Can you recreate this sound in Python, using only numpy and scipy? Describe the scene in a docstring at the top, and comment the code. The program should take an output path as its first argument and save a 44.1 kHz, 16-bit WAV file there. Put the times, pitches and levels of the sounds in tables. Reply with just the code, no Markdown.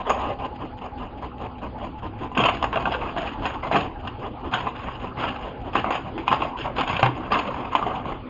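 """First the rollers of an inkjet printer rattle a sheet in, with two knocks on the plastic output tray.
Then five times a second the rollers step the sheet on, and in between the carriage motor whines.
A cat paws at the emerging sheet, knocks on the tray and at last drags the page out.
Gears and paper are filtered showers of tiny clicks; whine, rings and hum are sine waves.
A small room answers, and the sound is dull: a steep low-pass, with the hardest peaks rounded."""
import sys
import numpy as np
from scipy import signal
from scipy.fft import rfft, irfft, next_fast_len
from scipy.io import wavfile
from scipy.ndimage import uniform_filter1d

SR = 44100
rng = np.random.default_rng(int(sys.argv[2]) if len(sys.argv) > 2 else 0)


def put_to_file(sound):
    """Save the sound as 16-bit audio at rate SR, in the file named by the first command-line argument."""
    columns = np.atleast_2d(sound).T  # one column per channel
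    safe = np.clip(columns, -1, 1)
    whole_steps = np.round(safe * 32767)
    wavfile.write(sys.argv[1], SR, whole_steps.astype(np.int16))


N = 365588
TIME = np.arange(N) / SR  # seconds
CUTOFF_HZ = 7850  # steep low-pass over the whole sound

# Colour of the room noise: (frequency [Hz], relative level [dB per Hz])
ROOM_COLOUR = [(20, -14), (30, 2.5), (60, -1.5), (110, 2), (170, -6.5), (260, -1.5), (560, -9.5),
               (900, -7.5), (1300, -14.5), (1900, -26.5), (2900, -23.5), (3800, -37), (4900, -41),
               (5600, -84)]
# Slow course of the room noise, which also wavers: (time [s], level [dB])
ROOM_LEVEL = [(0, -37.5), (2.2, -40.5), (3, -34), (4.3, -38), (6, -35.5), (7, -34.5), (8.1, -34.5),
              (8.29, -38.5)]
# Wavering hum tones: (middle frequency [Hz], middle level [dB])
HUM_TONES = [(63, -50), (124, -52.5), (249, -48), (503, -55), (684, -63)]

# Colours of rattling gears, flapping sheet, crackling paper, dull thud, low trembling,
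# and a hard contact of claw or sheet edge: (frequency [Hz], relative level [dB per Hz])
GEAR_COLOUR = [(100, -15), (200, -15), (380, -4), (500, -3), (620, -2.5), (790, -1.5), (1030, -2.5),
               (1230, -4), (1350, -14.5), (1650, -23), (2000, -19.5), (3200, -32.5), (5000, -74.5)]
SHEET_COLOUR = [(70, -24.5), (130, -11.5), (280, -3.5), (450, -2), (700, 4.5), (1050, 6.5), (1350, -3),
                (1650, -29.5), (2100, -5), (3000, -57.5), (6000, -63.5)]
CRACKLE_COLOUR = [(300, -49), (900, -17), (1600, 4.5), (2100, -3.5), (2700, 6), (3250, 1), (3700, -10.5),
                  (4300, -18), (5000, -16), (5600, -37.5), (6100, -53), (6700, -16), (7100, -27.5),
                  (7600, -57)]
THUD_COLOUR = [(50, -28), (120, 7.5), (190, 8), (330, 7.5), (500, 2), (800, -57), (2500, -89)]
SHAKE_COLOUR = [(20, -11.5), (40, -2), (62, 5.5), (90, 0.5), (125, -10), (175, -6), (255, -6.5),
                (400, -16.5), (1000, -50), (3000, -78)]
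TICK_COLOUR = [(200, -18.5), (600, -4.5), (1000, 6.5), (1500, 4), (2000, -5.5), (2800, 10.5), (3400, -13.5),
               (4200, -27.5), (5200, -29.5), (6000, -41.5), (7000, -32.5), (7800, -46.5)]

# Resonances of the printer casing, and of the output tray under the sheet:
# (frequency [Hz], width [Hz], level relative to the direct sound [dB])
CASING_RESONANCES = [(277, 14, -3.5), (440, 24, -1.5), (670, 230, -2), (792, 76, -1.5), (1012, 39, 7.5),
                     (1227, 33, -9.5), (2400, 200, -17.5), (2860, 290, -12.5)]
TRAY_RESONANCES = [(505, 1.2, 14.5), (678, 4.5, 2.5), (755, 28, -5), (1090, 78, -9.5), (1540, 110, -7.5),
                   (1750, 25, -13), (2750, 35, -23), (3370, 37, -14)]

# The rollers draw the sheet in: (start [s], length [s], gear rattle [dB])
INTAKE = [(0, 0.022, -27.5), (0.046, 0.3, -27), (0.386, 0.085, -28.5)]
# The roller steps change in level as the sheet comes out: (time [s], gear rattle [dB])
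STEP_LEVEL = [(.6, -34), (1, -33.5), (2.2, -33), (3.6, -31.5), (4.4, -35), (6.1, -35.5)]
# The first carriage pass, straight after the intake, is the longest:
# (start [s], length [s], whine [dB])
FIRST_PASS = (.464, 0.123, -37.5)

# Knocks of the paw on sheet and tray: (time [s], blow strength [dB], main ring [Hz],
# ring and body modes [dB], ring 60 dB decay [s], hollow modes [dB], click modes [dB],
# paper snap relative to the blow, before snap_db [dB], clatter 60 dB decay [s])
KNOCKS = [(.095, -11.5, 1044, -12, 0.047, -40, -36, -11, 0.046),
          (.1022, -8, 1080, -9.5, 0.054, -37, -25, -16, 0.039),
          (2.315, -30, 1015, -25, 0.083, -53, -53, -11.5, 0.14),
          (2.375, -12.5, 1120, -22, .05, -37, -15.5, -3, 0.058),
          (2.393, -26, 1075, -26, .04, -37, -20, -10, .03),
          (2.401, -13.5, 715, -17, .07, -32, -17, -1.5, 0.15),
          (2.4373, -13.5, 997, -14, .04, -32, -14.5, -7, 0.025),
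          (2.453, -14, 970, -24.5, .05, -33, -17, -1.5, 0.056),
          (2.459, -20, 1000, -15, .05, -33, -25, -2, .04),
          (2.486, -15, 1030, -21, .07, -29, -23, -2.5, 0.082),
          (2.626, -13.5, 1013, -16, 0.046, -33, -38, -9, 0.031),
          (2.641, -11, 880, -15, 0.039, -26, -28, -8, 0.024),
          (2.728, -16.5, 1085, -29, .06, -28, -27, -6, 0.15),
          (2.758, -22, 677, -17, 0.16, -20, -21, -11, 0.032),
          (2.772, -21, 685, -12.5, .06, -33, -23, -23, .059),
          (2.855, -10, 1010, -16, 0.062, -19, -23, -18, 0.08),
          (2.872, -19, 690, -15, 0.056, -46, -49, -28, 0.025),
          (2.939, -19, 990, -25, 0.059, -27, -28, -11, 0.04),
          (2.947, -16.5, 503, -21.5, 0.088, -22, -38, -19, 0.1),
          (3.017, -17.5, 905, -28, .05, -41, -46, -22, .05),
          (3.164, -18, 705, -22, 0.1, -32.5, -41, -28, 0.054),
          (3.181, -21, 674, -26.5, 0.086, -34, -33, -5.5, 0.037),
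          (3.454, -17, 760, -23, 0.1, -24, -21, -2.5, 0.097),
          (3.713, -13.5, 670, -15, .07, -39, -35, -11, .082),
          (3.744, -13, 790, -13, .05, -32, -34, -14, .047),
          (3.756, -11.5, 695, -14.5, 0.16, -30, -33, -8.5, 0.19),
          (4.073, -26, 1038, -28, 0.078, -43, -35, 2.5, 0.047),
          (4.524, -24, 1020, -28, 0.044, -37.5, -35, -14, 0.08),
          (4.537, -13.5, 760, -20, 0.11, -18, -26, -3, .076),
          (4.669, -15, 1013, -11, 0.033, -38, -47, -11.5, 0.13),
          (4.885, -23, 1120, -23, .04, -40, -47, -26, .022), (5.2, -27, 693, -29, 0.067, -30, -41, -7, .05),
          (5.239, -22, 950, -20, 0.072, -27, -33, -6, .046),
          (5.754, -10, 1033, -8, 0.038, -38.5, -30.5, -12, 0.059),
          (5.843, -12.5, 880, -21, .04, -42, -34, -18, 0.039),
          (5.861, -22, 1016, -22, 0.076, -34.5, -36, -15, .061),
          (5.906, -15.5, 1055, -16, .04, -22.5, -21, -11, 0.043),
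          (6.178, -20, 876, -28, 0.11, -36, -32.5, -7.5, 0.21),
          (6.279, -8.5, 1032, -17, 0.08, -37, -20, -10, 0.073),
          (6.314, -10.5, 1040, -13, 0.086, -26, -35, -11, 0.1),
          (6.327, -13.5, 862, -10, 0.059, -27.5, -27, -11, 0.036),
          (6.338, -16, 810, -20, 0.067, -33, -35, -27, 0.055),
          (6.42, -27, 1100, -15.5, .05, -37, -21.5, -7, 0.034),
          (6.783, -13, 866, -20, .05, -36.5, -24, -14, 0.041),
          (6.809, -16.5, 766, -23, 0.066, -38, -28, -5, .05),
          (6.876, -26, 905, -32, .04, -39, -29, 0.5, .035), (6.89, -24, 946, -33, .04, -36, -29, -3, .03),
          (6.897, -10, 970, -19.5, 0.058, -32, -33, -15.5, 0.066),
          (6.966, -23.5, 730, -25, .04, -28, -17, 0, 0.052),
          (6.993, -14.5, 546, -21, 0.053, -27, -35, -7, 0.089),
          (7.029, -2.5, 791, -6.5, 0.088, -14.5, -18, -18, .065),
          (7.061, -15, 800, -22.5, .07, -30, -30, -15, .065),
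          (7.319, -11, 1180, -10.5, 0.07, -32, -22, -6, 0.15),
          (7.369, -16, 1064, -20, 0.075, -28, -39, -11.5, 0.15),
          (7.751, -6, 1047, -11, .07, -39, -24.5, -12, 0.066),
          (7.826, -16.5, 1157, -16.5, .06, -47, -37, -15, 0.059),
          (7.865, -17, 725, -23, 0.074, -39, -41, -25, 0.066)]
# Notes of the struck tray, low to high, detuned a little at every blow:
# (frequency [Hz], relative level [dB], 60 dB decay [s])
BODY_MODES = [(240, -19.5, .08), (694, -17, 0.054), (798, -7, .05), (1023, -18, 0.06), (1166, -9, 0.072)]
HOLLOW_MODES = [(1414, -2, 0.045), (1572, -1, 0.044)]
CLICK_MODES = [(2480, -1, 0.023), (2714, 0.5, 0.029), (3220, -5.5, .025)]

# Short wavering notes: the rubbed sheet, and one low tray boom near 128 Hz:
# (start [s], length [s], pitch halfway through [Hz], level [dB])
WAVERING_NOTES = [(0.288, 0.053, 564, -31), (2.425, 0.071, 1312, -29), (2.855, 0.031, 748, -27),
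                  (2.949, 0.098, 500, -35), (3.165, 0.081, 678, -33.5), (4.53, 0.065, 1470, -38),
                  (5.211, 0.081, 1330, -34), (6.648, 0.064, 580, -31.5), (6.889, 0.098, 128.3, -30.5),
                  (7.061, 0.048, 321, -29), (7.32, .065, 1041, -28.5), (7.448, 0.06, 548, -32.5),
                  (7.855, 0.047, 426, -31.5)]
# A low handling rumble swells and fades: (start [s], length [s], level [dB])
HANDLING = (1.32, 1.9, -39.5)
# Strokes of the paw over the sheet; rustle() trims the three levels:
# (start [s], length [s], flapping [dB], crackle [dB], tray rumble [dB])
STROKES = [(2.346, 0.021, -27, -32, -28), (2.364, 0.059, -20.5, -39, -15), (2.437, 0.06, -18.5, -30.5, -36),
           (2.529, 0.019, -34, -32.5, -22), (2.62, 0.018, -24, -40, -41.5), (2.719, 0.1, -26, -39.5, -28.5),
           (2.858, 0.044, -34.5, -46, -23.5), (2.904, 0.031, -25.5, -31, -48), (3, 0.1, -32, -40, -36),
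           (3.152, 0.091, -31, -37.5, -30.5), (3.253, 0.056, -42, -37.5, -42.5),
           (3.414, 0.13, -30.5, -40, -38), (3.619, 0.066, -27.5, -43, -29),
           (3.714, 0.069, -21.5, -27, -17.5), (3.803, 0.02, -43, -42, -26), (4.185, 0.048, -42, -49.5, -31),
           (4.51, 0.098, -26, -34, -28), (4.745, 0.23, -36.5, -42.5, -62), (4.995, 0.1, -41, -48, -35.5),
           (5.156, 0.031, -30, -41.5, -34), (5.184, 0.12, -28.5, -34, -29), (5.322, 0.17, -38, -45.5, -52),
           (5.721, 0.024, -29, -34, -31), (5.749, 0.035, -25, -29.5, -22.5), (5.839, 0.068, -25, -51, -29),
           (5.907, 0.05, -25, -32, -39), (6.255, 0.024, -34, -41, -42), (6.297, 0.046, -25, -31.5, -21),
           (6.384, 0.084, -25.5, -38.5, -28), (6.563, 0.077, -42, -36, -56), (6.641, 0.023, -23, -44, -40),
           (6.749, .025, -30, -36.5, -38.5), (6.775, 0.041, -22, -30, -21),
           (6.859, 0.021, -27.5, -33.5, -39), (6.895, 0.077, -28, -33.5, -38),
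           (7.017, 0.055, -20.5, -31.5, -24.5), (7.146, 0.13, -32.5, -45, -32),
           (7.302, 0.094, -21, -30, -22), (7.44, 0.24, -29, -41.5, -34), (7.707, 0.12, -26, -40.5, -45),
           (7.853, 0.13, -27, -41, -41), (8.046, 0.077, -28, -44.5, -27)]

# Printing repeats a carriage pass and a roller step; times are for the middle of each
FIRST_STEP_S, CYCLE_S, PASS_LEAD_S = .636, .2013, .083
STEP_S, PASS_S = 0.076, 0.086
# Steps alternate: one early and long, the next late and short
SWING_S, SWING_SHARE = 0.0064, 0.11
STEP_HISS_DB = -13.5  # paper hiss relative to the gear rattle
WHINE_HZ = 844  # each pass arches from about 7% below this to 1% above, with some wobble
WHINE_DB, WHINE_FADE_DB_PER_S = -39.3, 0.25  # level at time zero, and its slow fade

# A hard first contact ticks; the tick grows faster than the blow
TICK_DB, TICK_GROWTH = -8.5, 1.48  # peak dB at a full-scale blow, dB per dB
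SNAP_RISE_S = .0012  # the paper snaps almost at once
NOTE_FALL_OCTAVES_PER_S = 1.8  # each wavering note sinks
# In every stroke the paw grips, eases off while it slides, and lets go
GRIP_S, EASE_DB_PER_S, LET_GO_DB_PER_S = 0.018, 11, 335
# Claws catch now and then during a stroke
CLAWS_PER_S, CLAW_DB = 45, -11  # level relative to the untrimmed crackle


def from_db(db):
    """Turn decibels into gain."""
    return 10 ** (np.asarray(db) / 20)


def rms_one(x):
    """Scale to unit power."""
    return x / np.sqrt(np.mean(x ** 2) + 1e-20)


def in_time(rows):
    """Spread each column of a curve over every sample."""
    s, *columns = np.transpose(rows)
    return [np.interp(TIME, s, column) for column in columns]


def add(track, s, sound):
    """Mix a sound into the track at time s."""
    at = int(np.clip(round(s * SR), 0, N - 1))
    track[at:at + len(sound)] += sound[:N - at]


def drift(rate):
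    """Wander smoothly by chance, with spread 1 and a new target rate times a second."""
    return np.interp(TIME * rate, np.arange(4000), rng.standard_normal(4000)) / np.sqrt(2 / 3)


def response(colour, size=4096):
    """Make the unit-energy impulse response of a colour that starts as promptly as it can."""
    hz, db = np.transpose(colour)
    log_hz = np.log(np.maximum(np.arange(size // 2 + 1) * SR / size, 1))
    gain = from_db(np.interp(log_hz, np.log(hz), db))
    # folding the cepstrum forward in time gives minimum phase
    cepstrum = irfft(np.log(gain))
    cepstrum[1:size // 2] *= 2
    cepstrum[size // 2 + 1:] = 0
    return rms_one(irfft(np.exp(rfft(cepstrum)))) / np.sqrt(size)


def through(x, impulse):
    """Play x through an impulse response."""
    return signal.fftconvolve(x, impulse)[:len(x)]


def resonate(x, hz, width_hz):
    """Ring one resonance with gain 1 at its top."""
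    r = np.exp(-np.pi * width_hz / SR)
    feedforward = np.array([1, 0, -1]) * (1 - r * r) / 2
    feedback = [1, -2 * r * np.cos(2 * np.pi * hz / SR), r * r]
    return signal.lfilter(feedforward, feedback, x)


def shell(x, modes):
    """Add the resonances of a hollow plastic part to the direct sound."""
    return x + sum(from_db(db) * resonate(x, hz, width) for hz, width, db in modes)


def grains(per_s, spread_db):
    """Scatter tiny clicks of either sign at random; spread_db makes their sizes uneven."""
    sizes = from_db(spread_db * np.minimum(rng.exponential(1, N), 4))
    sizes = sizes * rng.choice([-1, 1], N)
    return rms_one(sizes * (rng.random(N) < per_s / SR))


def even(x, window_s):
    """Hold the power steady over a short window, keeping the grain within it."""
    power = uniform_filter1d(x * x, max(int(window_s * SR), 2))
    return x / np.sqrt(np.abs(power) + 1e-9)


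def shifting(x, depth_db, rate, count=20):
    """Let narrow, overlapping frequency bands swell and fade, each on its own."""
    size = next_fast_len(N)
    spectrum = rfft(x, size)
    place = count * np.sqrt(np.arange(len(spectrum)) * SR / size / CUTOFF_HZ)
    out = np.zeros(N)
    for k in range(count + 1):
        band = irfft(spectrum * np.clip(1 - np.abs(place - k), 0, 1), size)[:N]
        out += band * from_db(depth_db * drift(rate))
    return out


def arch(length_s, power):
    """Shape a smooth swell and fall with rounded feet."""
    hump = np.sin(np.linspace(0, np.pi, max(int(length_s * SR), 3))).clip(0)
    return hump ** power * np.tanh(10 * hump)


def swells(rows, power):
    """Place one arch for each (start [s], length [s], level [dB]) row."""
    level = np.zeros(N)
    for start, length, db in rows:
        add(level, start, from_db(db) * arch(length, power))
    return level


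def background():
    """Quiet room noise, slightly restless in colour, and a hum of wavering sine tones."""
    air = through(rng.standard_normal(N), response(ROOM_COLOUR))
    air = rms_one(shifting(air, depth_db=4.0, rate=25))
    air = from_db(in_time(ROOM_LEVEL)[0] + 0.77 * drift(14)) * air
    hum = np.zeros(N)
    for hz, db in HUM_TONES:
        level = from_db(db + 1.7 * drift(14))
        hum += level * np.sin(2 * np.pi * np.cumsum(hz + 4 * drift(25)) / SR)
    return air + np.sqrt(2) * hum


def shake():
    """Low trembling: noise held at a steady power, as when a motor shakes the printer on the desk."""
    return even(through(rng.standard_normal(N), response(SHAKE_COLOUR)), window_s=0.017)


def cycles(count):
    """Give the time of each printing cycle and the carriage's direction (-1 back, 1 out)."""
    k = np.arange(count)
    return FIRST_STEP_S + CYCLE_S * k, -(-1) ** k


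def roller_steps():
    """List (start [s], length [s], level [dB]) of one step per cycle."""
    middle, way = cycles(count=28)
    middle = middle + SWING_S * way
    length = STEP_S * (1 - SWING_SHARE * way)
    level = np.interp(middle, *np.transpose(STEP_LEVEL))
    return list(zip(middle - length / 2, length, level))


def feed(tooth_hz, swell, tooth_db, shake_db, intake_swell):
    """Gear teeth click and shake the casing while the sheet hisses: flatter swells, then step chuffs."""
    turns = np.cumsum(tooth_hz * (1 + 0.22 * drift(60))) / SR
    # one click each time another tooth goes by
    teeth = rms_one(np.diff(np.floor(turns), prepend=0) * from_db(4 * drift(300)))
    contacts = from_db(tooth_db) * teeth + grains(per_s=2500, spread_db=0)
    rattle = through(contacts, response(GEAR_COLOUR))
    hiss = through(grains(per_s=4100, spread_db=0), response(CRACKLE_COLOUR))
    rattle, hiss = (even(shell(shifting(x, depth_db=3.5, rate=50), CASING_RESONANCES), window_s=0.0092)
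                    for x in (rattle, hiss))
    lumps = rms_one(from_db(1.5 * drift(170) + 1.5 * drift(60)))
    steps = roller_steps()
    drive = swells(INTAKE, intake_swell) + swells(steps, swell)
    turning = swells([(start, length, shake_db) for start, length, db in steps + INTAKE], swell)
    return drive * lumps * (rattle + from_db(STEP_HISS_DB) * hiss) + turning * shake()


def struck(modes, t, spread_db, detune):
    """Modes die away; each one's strength, sign and slight detuning are drawn at random per blow."""
    hz, db, t60 = np.transpose(modes)[:, :, None]
    strength, bend, side = rng.standard_normal((3, len(modes), 1))
    waves = np.sign(side) * np.sin(2 * np.pi * hz * (1 + detune * bend) * t)
    return np.sum(waves * from_db(db + spread_db * strength - 60 * t / t60), axis=0)


def knocks(clatter_db, snap_db, snap_decay, pad_s, punch, punch_s):
    """Knocks ring the tray through the paw's soft pad; a dying clatter flaps and snaps the sheet."""
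    out, t = np.zeros(N), np.arange(SR // 4) / SR
    contacts = even(grains(per_s=3000, spread_db=2), window_s=0.0018)
    flaps = shell(through(contacts, response(SHEET_COLOUR)), TRAY_RESONANCES)
    flaps = even(shifting(flaps, depth_db=5.5, rate=32), window_s=0.011)
    creases = through(grains(per_s=3300, spread_db=1.5), response(CRACKLE_COLOUR))
    creases = even(shifting(creases, depth_db=6.0, rate=40), window_s=0.0047)
    tick = response(TICK_COLOUR)
    tick = tick / np.abs(tick).max()
    onset = 1 - np.exp(-t / pad_s)
    # the first contact is harder than those that follow
    blow = onset * (1 + punch * np.exp(-t / punch_s))
    for s, db, hz, ring_db, ring_t60, hollow_db, click_db, snap, t60 in KNOCKS:
        now = slice(int(s * SR), int(s * SR) + len(t))
        ring = np.sin(2 * np.pi * hz * t) * from_db(ring_db - 60 * t / ring_t60)
        groups = [(BODY_MODES, ring_db), (HOLLOW_MODES, hollow_db), (CLICK_MODES, click_db)]
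        body = sum(from_db(level) * struck(modes, t, spread_db=1.0, detune=.012)
                   for modes, level in groups)
        clatter = rms_one(flaps[now] * blow * from_db(-60 * t / t60))
        snap_shape = (1 - np.exp(-t / SNAP_RISE_S)) * from_db(-60 * t / (t60 * snap_decay))
        crack = rms_one(creases[now] * snap_shape)
        add(out, s, onset * (ring + body))
        add(out, s, from_db(db + clatter_db) * clatter)
        add(out, s, from_db(db + snap + snap_db) * crack)
        add(out, s, from_db(TICK_DB + TICK_GROWTH * db) * tick)
    return out


def wavering_notes(width_hz, swell):
    """The rubbed sheet, and once the tray, sounds a sinking note that slow noise makes waver."""
    out = np.zeros(N)
    slow = signal.butter(2, width_hz, fs=SR, output="sos")
    for start, length, hz, db in WAVERING_NOTES:
        envelope = arch(length, swell)
        t = np.arange(len(envelope)) / SR
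        pitch = hz * 2 ** (NOTE_FALL_OCTAVES_PER_S * (length / 2 - t))
        phase = 2 * np.pi * np.cumsum(pitch) / SR
        # keep the end of the slow noises, where the filter has settled
        waver = signal.sosfilt(slow, rng.standard_normal((2, SR // 4)))[:, -len(t):]
        note = rms_one(waver[0] * np.cos(phase) + waver[1] * np.sin(phase))
        add(out, start, from_db(db) * envelope * note)
    return out


def carriage_passes():
    """List (start [s], length [s], whine [dB]): the first pass, one before each later step, a last one."""
    middles = cycles(count=29)[0][1:] - PASS_LEAD_S
    later = [(s - PASS_S / 2, PASS_S, WHINE_DB - WHINE_FADE_DB_PER_S * s) for s in middles]
    return [FIRST_PASS] + later


def carriage(rail_db, shake_db, brake_db):
    """The motor speeds up and brakes: its whine arches in pitch and level, and the belt scuffs."""
    passes = carriage_passes()
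    speed = swells([(start, length, 0) for start, length, db in passes], power=0.94)
    pitch = WHINE_HZ * (1.01 - .08 * (1 - speed) + .006 * drift(5) + .007 * drift(60))
    phase = 2 * np.pi * np.cumsum(pitch) / SR
    whine = from_db(1.2 * drift(5) + 2 * drift(70)) * np.sin(phase + .3 * drift(250))
    rail = through(grains(per_s=1400, spread_db=4.5), response(GEAR_COLOUR))
    rail = from_db(rail_db) * shell(rail, CASING_RESONANCES)
    stops = [(start + 0.67 * length, .03, brake_db) for start, length, db in passes]
    scuff = through(grains(per_s=750, spread_db=2.5), response(CRACKLE_COLOUR))
    scuff = swells(stops, power=1.0) * scuff
    moving = swells(passes, power=0.83) * (np.sqrt(2) * whine + rail)
    return moving + from_db(shake_db) * speed * shake() + scuff


def handling():
    """A low handling rumble swells and fades: the same low noise as the trembling."""
    return swells([HANDLING], power=0.21) * shake()


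def stroke_levels():
    """Give the gains of flapping, crackle and tray rumble, which all follow the paw's pressure."""
    levels, t = np.zeros((3, N)), np.arange(SR // 2) / SR
    for start, length, *parts_db in STROKES:
        fall_db = EASE_DB_PER_S * t + LET_GO_DB_PER_S * np.maximum(t - length, 0)
        pressure = np.minimum(t / GRIP_S, 1) * from_db(-fall_db)
        for level, db in zip(levels, parts_db):
            add(level, start, from_db(db) * pressure)
    return levels


def rustle(body_db, crackle_db, lean_db):
    """Small creases and claw slips crackle and set the whole sheet flapping on the tray."""
    body, crackle, lean = stroke_levels()
    slips = grains(per_s=1400, spread_db=2.2)
    flaps = through(slips + grains(per_s=1500, spread_db=2.5), response(SHEET_COLOUR))
    creases = through(slips + grains(per_s=1200, spread_db=2.5), response(CRACKLE_COLOUR))
    # the paw catches and lets go, so the grains come in clumps
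    catching = from_db(2.5 * drift(110) + 2 * drift(45))
    flaps, creases = (catching * shifting(x, depth_db=3.8, rate=55, count=28) for x in (flaps, creases))
    low = from_db(body_db) * body * even(shell(flaps, TRAY_RESONANCES), window_s=0.033)
    high = from_db(crackle_db) * crackle * even(shell(creases, TRAY_RESONANCES), window_s=0.079)
    thud = through(rng.standard_normal(N), response(THUD_COLOUR))
    rumble = from_db(lean_db) * lean * even(thud, window_s=0.13)
    claws = through(grains(per_s=CLAWS_PER_S, spread_db=1.0), response(TICK_COLOUR))
    return low + high + from_db(CLAW_DB) * crackle * claws + rumble


def tray_boom(start_s, hz, db, t60):
    """The hardest blow, as the sheet comes free, also sets the whole tray swinging: a dying sine."""
    t = np.maximum(TIME - start_s, 0)
    return from_db(db - 60 * t / t60) * np.sin(2 * np.pi * hz * t)


def room(x, t60, wet_db):
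    """Desk and walls answer with a short diffuse tail of dying noise."""
    t = np.arange(SR // 2) / SR
    tail = rng.standard_normal(len(t)) * from_db(-60 * t / t60) * (t > .005)
    return x + from_db(wet_db) * through(x, tail / np.linalg.norm(tail))


def scene():
    """Put printer, cat and handling rumble in the room, over the background."""
    printer = feed(tooth_hz=335.4, swell=0.49, tooth_db=-1.0, shake_db=-36.5, intake_swell=0.18)
    paw = knocks(clatter_db=-25.0, snap_db=-22.0, snap_decay=1.0, pad_s=0.00052, punch=0.69, punch_s=0.0025)
    notes = wavering_notes(width_hz=41, swell=0.47)
    printer = printer + carriage(rail_db=-19.0, shake_db=-48.0, brake_db=-50.0)
    rumble = handling()
    paper = rustle(body_db=-3.0, crackle_db=-1.0, lean_db=-8.5)
    paw = paw + tray_boom(start_s=7.03, hz=125.5, db=-15.0, t60=0.27)
    indoors = room(printer + paw + notes + rumble + paper, t60=0.28, wet_db=-10.0)
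    return (indoors + background())[None]  # one channel


def record(dry):
    """Round the hardest peaks, then dull the sound with a steep low-pass."""
    rounded = .8 * np.tanh(dry / .8)
    low_pass = signal.ellip(10, .2, 80, CUTOFF_HZ, fs=SR, output="sos")
    return signal.sosfilt(low_pass, rounded)


dry = scene()
out = record(dry)
put_to_file(out)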